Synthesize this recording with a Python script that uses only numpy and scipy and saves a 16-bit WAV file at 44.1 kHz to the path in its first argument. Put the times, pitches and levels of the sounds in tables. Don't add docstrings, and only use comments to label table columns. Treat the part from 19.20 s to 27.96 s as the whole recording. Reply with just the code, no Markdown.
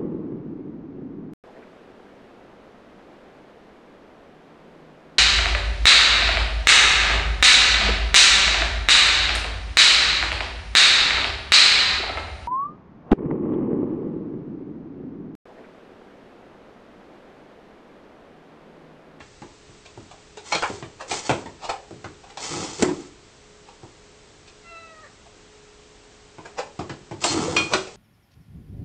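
import sys
import numpy as np
from scipy import signal
from scipy.fft import rfft, irfft, next_fast_len
from scipy.io import wavfile
from scipy.ndimage import uniform_filter1d, map_coordinates

SR = 44100
rng = np.random.default_rng(int(sys.argv[2]) if len(sys.argv) > 2 else 0)


def dump_mix(stems):
    frames = np.atleast_2d(stems).T
    limited = np.clip(frames, -1, 1)
    pcm = np.round(limited * 32767).astype(np.int16)
    wavfile.write(sys.argv[1], SR, pcm)


N = 386316
RING = SR * 3 // 4

# frequency in Hz, gain in dB.
ROOM_TONE_EQ = [(12, -45), (20, -3.5), (71, -5), (250, -10), (420, -8.5), (552, -12), (807, -14.5),
                (8500, -22)]
MICROPHONE_EQ = [(8000, -0.5), (8600, -9.5), (9200, -18.5), (10250, -44.5)]
# frequency in Hz, average level in dB.
HUM_TONES = [(420, -59)]
# frequency in Hz, t60 in seconds.
HALL_DECAY = [(300, 0.52), (1000, 0.32), (9000, 0.33)]
# centre in Hz with the mouth shut, centre in Hz with it
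# wide open, half-width in Hz, gain in dB.
FORMANTS = [(520, 560, 110, -3.5), (1120, 1250, 200, -2), (1600, 2130, 170, -5.5), (1900, 2690, 115, 0),
            (4200, 3980, 120, -11)]
# frequency in Hz, level in dB, free-ringing t60 in seconds.
METAL_MODES = [(2240, -7, .24), (2403, -3, .2), (2452, 1.5, .31), (3176, -6, .25), (3262, -7, .27),
               (4209, -2.5, .26), (4345, -7, .16), (5200, -13, .14), (5768, .5, .16), (7410, -11, .16),
               (8590, -17, .16)]
# centre in Hz, width in Hz, gain in dB.
DOOR_MODES = [(92, 11, 2.5), (150, 15, 3.5), (201, 37, -7.5), (283, 17, -6.5), (306, 110, -10)]
MAT_MODES = [(173, 65, -5), (293, 20, 7), (336.6, 43, 6), (386, 55, 2), (426, 57, 0.5)]
# frequency in Hz, gain in dB.
BRISTLE_EQ = [(1200, -21), (2100, -3.5), (2700, -6.5), (4000, -4), (7000, -2.5), (10000, -8.5)]
RUB_EQ = [(200, -14), (450, -9.5), (850, -2), (1150, -7), (1700, -17), (3500, -17)]
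THUD_EQ = [(52, -40.5), (74, -7), (90, 1.5), (150, 5.5), (240, -6.5), (345, 1.5), (520, -14), (1200, -34)]
KNOCK_EQ = [(250, -16), (420, -4), (540, -1), (780, 4.5), (1050, 2.5), (1300, -5), (2200, -26.5)]
CRUNCH_EQ = [(55, -35), (250, -7.5), (1200, -2.5), (2400, -8), (4000, -14), (9000, -24)]
PLUCK_EQ = [(250, -19.5), (430, -6.5), (560, -7.5), (790, 1), (980, -6.5), (1250, -11), (1700, -16),
            (4000, -35)]
SCRATCH_EQ = [(1200, -57), (2400, 2), (4200, 1), (7500, -8), (10000, -4.5)]
CLACK_EQ = [(600, -24), (950, 11.5), (1400, 4.5), (2500, -4.5), (5000, -30.5)]

# start in seconds, level in dB, most excited frequency in Hz,
# spread around it in octaves, ring time as a share of the free ring.
METAL_KNOCKS = [(1.321, -23.5, 2255, 0.052, 0.68), (1.325, -25, 4370, 0.3, 0.69),
                (1.353, -25.5, 3100, .6, 0.44), (3.625, -23.5, 8400, 0.15, 0.24),
                (8.041, -20.5, 8240, 0.11, 0.68), (8.081, -26, 4180, .06, 0.77),
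                (8.367, -15, 3340, 0.87, 1)]
# start in seconds, length in seconds, relative level in dB.
BRISTLE_SWEEPS = [(1.232, 0.37, -36.5), (1.868, 0.13, -29.5), (2.021, 0.054, -30.5), (3.184, 0.44, -29.5),
                  (3.56, 0.055, -35.5), (3.703, 0.17, -47), (8.002, 0.13, -24), (8.166, 0.83, -36)]
BACKING_FLEXES = [(1.526, 0.077, -50.5), (1.882, 0.078, -41), (2.11, 0.048, -37), (3.288, 0.12, -31),
                  (3.581, 0.032, -27.5), (8.088, 0.14, -26.5), (8.262, 0.15, -32.5)]
# time in seconds, relative level in dB, pitch in Hz, t60 in seconds.
HOLLOW_RINGS = [(0.223, -37.5, 840, 0.048), (1.173, -38, 424, .09), (1.503, -30, 405, .1),
                (1.915, -33, 397, 0.071), (2.101, -16.5, 790, 0.013), (2.11, -21, 418, 0.015),
                (2.494, -22.5, 698, 0.041), (3.595, -28, 384, .06), (3.625, -13, 167, 0.028),
                (3.626, -14, 382, 0.078), (3.642, -21.5, 365.6, 0.35), (7.393, -24, 505, 0.041),
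                (8.105, -31, 148, 0.046), (8.143, -26.5, 332, 0.077), (8.189, -23.5, 290, 0.1),
                (8.28, -22.5, 494, 0.19), (8.538, -22, 377, 0.3)]
# time in seconds, relative thud and crunch levels in dB.
PAW_THUMPS = [(0.005, -46, -39), (0.22, -35.5, -44), (0.494, -43.5, -76), (0.776, -36, -46),
              (1.5, -29, -50), (1.626, -32.5, -35.5), (2.095, -22, -17), (2.112, -25.5, -26),
              (2.26, -33.5, -38), (2.709, -34.5, -58), (2.844, -35, -33.5), (4.633, -38.5, -53),
              (7.184, -37.5, -41.5), (7.592, -25.5, -35.5), (7.696, -31.5, -33), (7.913, -30, -40),
              (8.537, -32.5, -32)]
# time in seconds, pluck and scratch levels in dB, swell time in seconds.
CLAW_PLUCKS = [(0.66, -48.5, -44.5, 0.0061), (0.914, -43.5, -45.5, 0.0024), (1.174, -43, -40, 0.0021),
               (1.811, -33, -38.5, 0.006), (1.913, -25.5, -24.5, 0.0016), (2.451, -32, -35, 0.02),
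               (2.498, -24, -29, 0.0052), (3.042, -44, -52, 0.0062), (3.103, -45.5, -46.5, 0.0063),
               (3.173, -33, -34.5, 0.0011), (4.489, -44, -50.5, 0.013), (5.28, -55, -46.5, .0072),
               (6.065, -48.5, -66, 0.0035), (7.257, -37, -44.5, 0.0027), (7.389, -26.5, -32.5, 0.0081),
               (8.53, -25, -29, 0.0096), (8.673, -41, -42, 0.0038)]
# time in seconds, relative smack, boom, clack and crack
# levels in dB, contact t60 in seconds.
MAT_SLAPS = [(1.323, -18.5, -39.5, -23.5, -25.5, 0.088), (1.351, -28, -30, -29.5, -21, 0.014),
             (1.424, -21, -54, -21.5, -29, 0.016), (1.436, -37, -59, -24, -43, 0.015),
             (3.624, -25.5, -18, -30, -30.5, 0.012), (3.684, -36, -22.5, -53, -64, 0.08),
             (8.041, -20.5, -28, -35, -16, 0.014), (8.366, -20.5, -31, -21.5, -18, 0.012),
             (8.535, -20, -29, -19.5, -16, 0.041)]


def amp(db):
    return 10 ** (np.asarray(db) / 20)


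def unit(x):
    return x / np.sqrt(np.mean(x ** 2) + 1e-20)


def crest(x):
    return x / np.sqrt(uniform_filter1d(x ** 2, size=512).max() + 1e-20)


def along(points, hz):
    freqs, values = np.transpose(points)
    return np.interp(np.log(hz + 1), np.log(freqs), values)


def wobble(rate):
    knots = rng.standard_normal(int(N * rate / SR) + 4)
    return map_coordinates(knots, [np.arange(N) * rate / SR])


def envelope(start, length, attack, t60, sag_db_per_s=0):
    t = np.arange(N) / SR - start
    sag_db = sag_db_per_s * np.maximum(t - attack, 0)
    release_db = 60 * np.maximum(t - length, 0) / t60
    return np.clip(t / attack, 0, 1) * amp(-sag_db - release_db)


def add(track, start, sound):
    first = max(round(start * SR), 0)
    track[first:first + len(sound)] += sound[:N - first]


def filtered(x, response):
    size = next_fast_len(len(x) + SR // 4)
    return irfft(rfft(x, size) * response(np.fft.rfftfreq(size, 1 / SR)), size)[:len(x)]


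def equalised(x, curve):
    taps = 1024
    cepstrum = irfft(np.log(amp(along(curve, np.fft.rfftfreq(2 * taps, 1 / SR)))))
    causal = np.r_[cepstrum[0], 2 * cepstrum[1:taps]]
    response = irfft(np.exp(rfft(causal, 2 * taps)))
    return signal.fftconvolve(x, response[:taps])[:len(x)]


def resonance(hz, centre, width):
    return 1j * hz * width / (centre ** 2 - hz ** 2 + 1j * hz * width)


def boom(x, modes, low_cut_hz=50):
    def response(hz):
        body = sum((-1) ** k * amp(db) * resonance(hz, centre, width)
                   for k, (centre, width, db) in enumerate(modes))
        return body * (1j * hz / (1j * hz + low_cut_hz)) ** 2
    return filtered(x, response)


def grains(count, per_second, spread_db):
    snaps = rng.standard_normal(count) * (rng.random(count) < per_second / SR)
    return snaps * amp(spread_db * rng.standard_normal(count))


def contact(rise, t60, lead):
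    t = np.arange(RING) / SR - lead
    swell = np.exp(np.minimum(t, 0) / rise)
    decay = amp(-60 * np.maximum(t, 0) / t60)
    return grains(RING, per_second=6000, spread_db=4) * swell * decay


def hallway(direct_db=-6, early_t60=0.17, tail_db=-4):
    t = np.arange(RING) / SR
    hz, frame_s, spectrum = signal.stft(rng.standard_normal(RING), SR, nperseg=256)
    decay = amp(-60 * frame_s / along(HALL_DECAY, hz)[:, None])
    tail = signal.istft(spectrum * decay, SR, nperseg=256)[1][:RING]
    early = rng.standard_normal(RING) * amp(-60 * t / early_t60)
    response = unit(early) + amp(tail_db) * unit(tail) + amp(direct_db) * unit(1. * (t == 0))
    return response / np.linalg.norm(response)


def in_hall(x, **reverb):
    return signal.fftconvolve(x, hallway(**reverb))[:len(x)]


def room_tone(level_db=-49):
    air = filtered(rng.standard_normal(N), lambda hz: amp(along(ROOM_TONE_EQ, np.minimum(hz, 7500))))
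    return amp(level_db) * unit(air)


def appliance_hum(waver_db=2.5):
    t = np.arange(N) / SR
    return sum(amp(db - waver_db * wobble(4.5)) * unit(np.sin(2 * np.pi * hz * t + wobble(9.9)))
               for hz, db in HUM_TONES)


def throat(hz, mouth):
    return sum(amp(db) / (1 + ((hz - shut - mouth * (wide - shut)) / half_width) ** 2)
               for shut, wide, half_width, db in FORMANTS)


def mew(start=5.405, attack=0.115, pitch_hz=675.6, sag_hz_per_s=155, flutter_db=2.8):
    t = np.arange(N) / SR - start
    mouth = np.interp(t, np.cumsum([0, 0.051, 0.11, 0.3]), [0, 1, 1, 0])
    catch = np.clip(1 - t / 0.035, 0, 1)
    fail = np.clip((t - 0.42) / 0.053, 0, 1)
    pitch = pitch_hz - sag_hz_per_s * np.maximum(t - attack, 0) + 132.4 * catch - 117.5 * fail
    waver = 0.0071 * wobble(14) + 0.00526 * wobble(70)
    rasp = 0.11 * np.sqrt(catch + fail) * wobble(350)
    pitch *= 1 + waver + rasp
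    phase = 2 * np.pi * np.cumsum(pitch) / SR
    voice = sum(throat(k * pitch, mouth) * amp(flutter_db * wobble(36)) * np.sin(k * phase)
                for k in range(1, 8))
    call = amp(-47) * envelope(start, length=0.454, attack=attack, t60=0.13, sag_db_per_s=6) * voice
    return call + amp(-3) * in_hall(call)


def metal_clangs(scatter_db=1.2, free_chatter_rad=0.3, reverb_db=-6):
    out, t = np.zeros(N), np.arange(RING) / SR
    hz, mode_db, t60 = np.transpose(METAL_MODES)[:, :, None]
    for start, db, centre_hz, spread, free in METAL_KNOCKS:
        strength = amp(mode_db + scatter_db * rng.standard_normal(hz.shape))
        strength *= np.exp(-0.5 * (np.log2(hz / centre_hz) / spread) ** 2)
        jitter = unit(uniform_filter1d(rng.standard_normal((len(hz), RING)), size=200))
        phase = 2 * np.pi * hz * t + free_chatter_rad / free * jitter
        ring = np.sum(strength * amp(-60 * t / (free * t60)) * np.sin(phase), axis=0)
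        add(out, start, amp(db) * crest(crest(ring) + amp(reverb_db) * crest(in_hall(ring))))
    return out


def mat_drags(jerk_db=0.8):
    sweep = sum(amp(db) * envelope(start, length, attack=0.048, t60=0.088, sag_db_per_s=27)
                for start, length, db in BRISTLE_SWEEPS)
    flex = sum(amp(db) * envelope(start, length, attack=0.046, t60=0.49)
               for start, length, db in BACKING_FLEXES)
    rub = np.hypot(amp(-4) * sweep, amp(-1) * flex)
    jerks = amp(jerk_db * wobble(45))

    def fibres(per_second):
        return grains(N, per_second, spread_db=-1) * jerks

    hiss = sweep * unit(equalised(fibres(3000), BRISTLE_EQ))
    backing = rub * unit(equalised(fibres(1800), RUB_EQ))
    mat = amp(-2) * unit(boom(fibres(600), MAT_MODES))
    door = amp(-6) * unit(boom(fibres(600), DOOR_MODES))
    return in_hall(hiss + backing, direct_db=4, early_t60=0.054, tail_db=0.5) + flex * (mat + door)


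def hollow_rings(trim_db=-1, lead=0.002045):
    out = np.zeros(N)
    for time, db, pitch_hz, t60 in HOLLOW_RINGS:
        hit = contact(rise=0.0019, t60=0.027, lead=lead)
        heard = in_hall(hit, direct_db=4.5, early_t60=0.071, tail_db=-3)
        width_hz = np.log(1000) / np.pi / t60
        ring = filtered(heard, lambda hz: resonance(hz, pitch_hz, width_hz))
        add(out, time - lead, amp(db + trim_db) * crest(ring))
    return out


def paw_thumps(lead=0.002):
    out = np.zeros(N)
    for time, thud_db, crunch_db in PAW_THUMPS:
        heard = in_hall(contact(rise=0.0011, t60=0.018, lead=lead))
        push = hallway(direct_db=-3.5, early_t60=0.33, tail_db=-5.5)
        thud = crest(equalised(push, THUD_EQ)) + amp(-11) * crest(boom(push, DOOR_MODES))
        add(out, time, amp(thud_db - 1) * crest(thud))
        knock_db = -22 + 1.4 * (thud_db + 19)
        knock = amp(knock_db) * crest(equalised(heard, KNOCK_EQ))
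        cutoff_hz = 5000 * amp(crunch_db + 37)
        crunch = filtered(equalised(heard, CRUNCH_EQ), lambda hz: 1 / (1 + (hz / cutoff_hz) ** 4))
        add(out, time - lead, knock + amp(crunch_db - 2) * crest(crunch))
    return out


def claw_plucks():
    out = np.zeros(N)
    for time, pluck_db, scratch_db, swell in CLAW_PLUCKS:
        lead = min(4 * swell, time)
        heard = in_hall(contact(rise=swell, t60=0.021, lead=lead))
        pluck = amp(pluck_db) * crest(equalised(heard, PLUCK_EQ))
        scratch = amp(scratch_db) * crest(equalised(heard, SCRATCH_EQ))
        add(out, time - lead, pluck + scratch)
    return out


def mat_slaps(push_s=0.001, lead=0.002):
    out = np.zeros(N)
    age = np.arange(RING) / SR / push_s
    air_push = (1 - age) * np.exp(-age) * -np.expm1(-10 * age)
    air_push = np.roll(air_push, round(2 * lead * SR))
    for time, smack_db, boom_db, clack_db, crack_db, t60 in MAT_SLAPS:
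        force = contact(rise=0.0016, t60=t60, lead=lead)
        heard = in_hall(force)
        close = in_hall(force, direct_db=3, early_t60=0.046, tail_db=4)
        body = amp(boom_db - 2) * crest(boom(heard, MAT_MODES))
        smack = amp(smack_db) * crest(equalised(heard, KNOCK_EQ))
        weight = amp(2 * boom_db) * (amp(9) * crest(boom(heard, DOOR_MODES)) + amp(24) * air_push)
        clack = amp(clack_db) * crest(equalised(heard, CLACK_EQ))
        crack = amp(crack_db) * crest(equalised(close, SCRATCH_EQ))
        add(out, time - lead, body + smack + weight + clack + crack)
    return out


def edge_snap(start=3.624, level_db=-9):
    out = np.zeros(N)
    snap = np.diff(contact(rise=1, t60=0.042, lead=0))
    add(out, start, amp(level_db) * crest(snap))
    return out


def scene():
    tussle = paw_thumps() + claw_plucks() + mat_slaps() + edge_snap() + hollow_rings() + mat_drags()
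    return (tussle + metal_clangs() + mew() + room_tone() + appliance_hum())[None]


def record(dry):
    top_hz = 10255
    return filtered(dry[0], lambda hz: amp(along(MICROPHONE_EQ, hz)) * (hz < top_hz))[None]


dry = scene()
out = record(dry)
dump_mix(out)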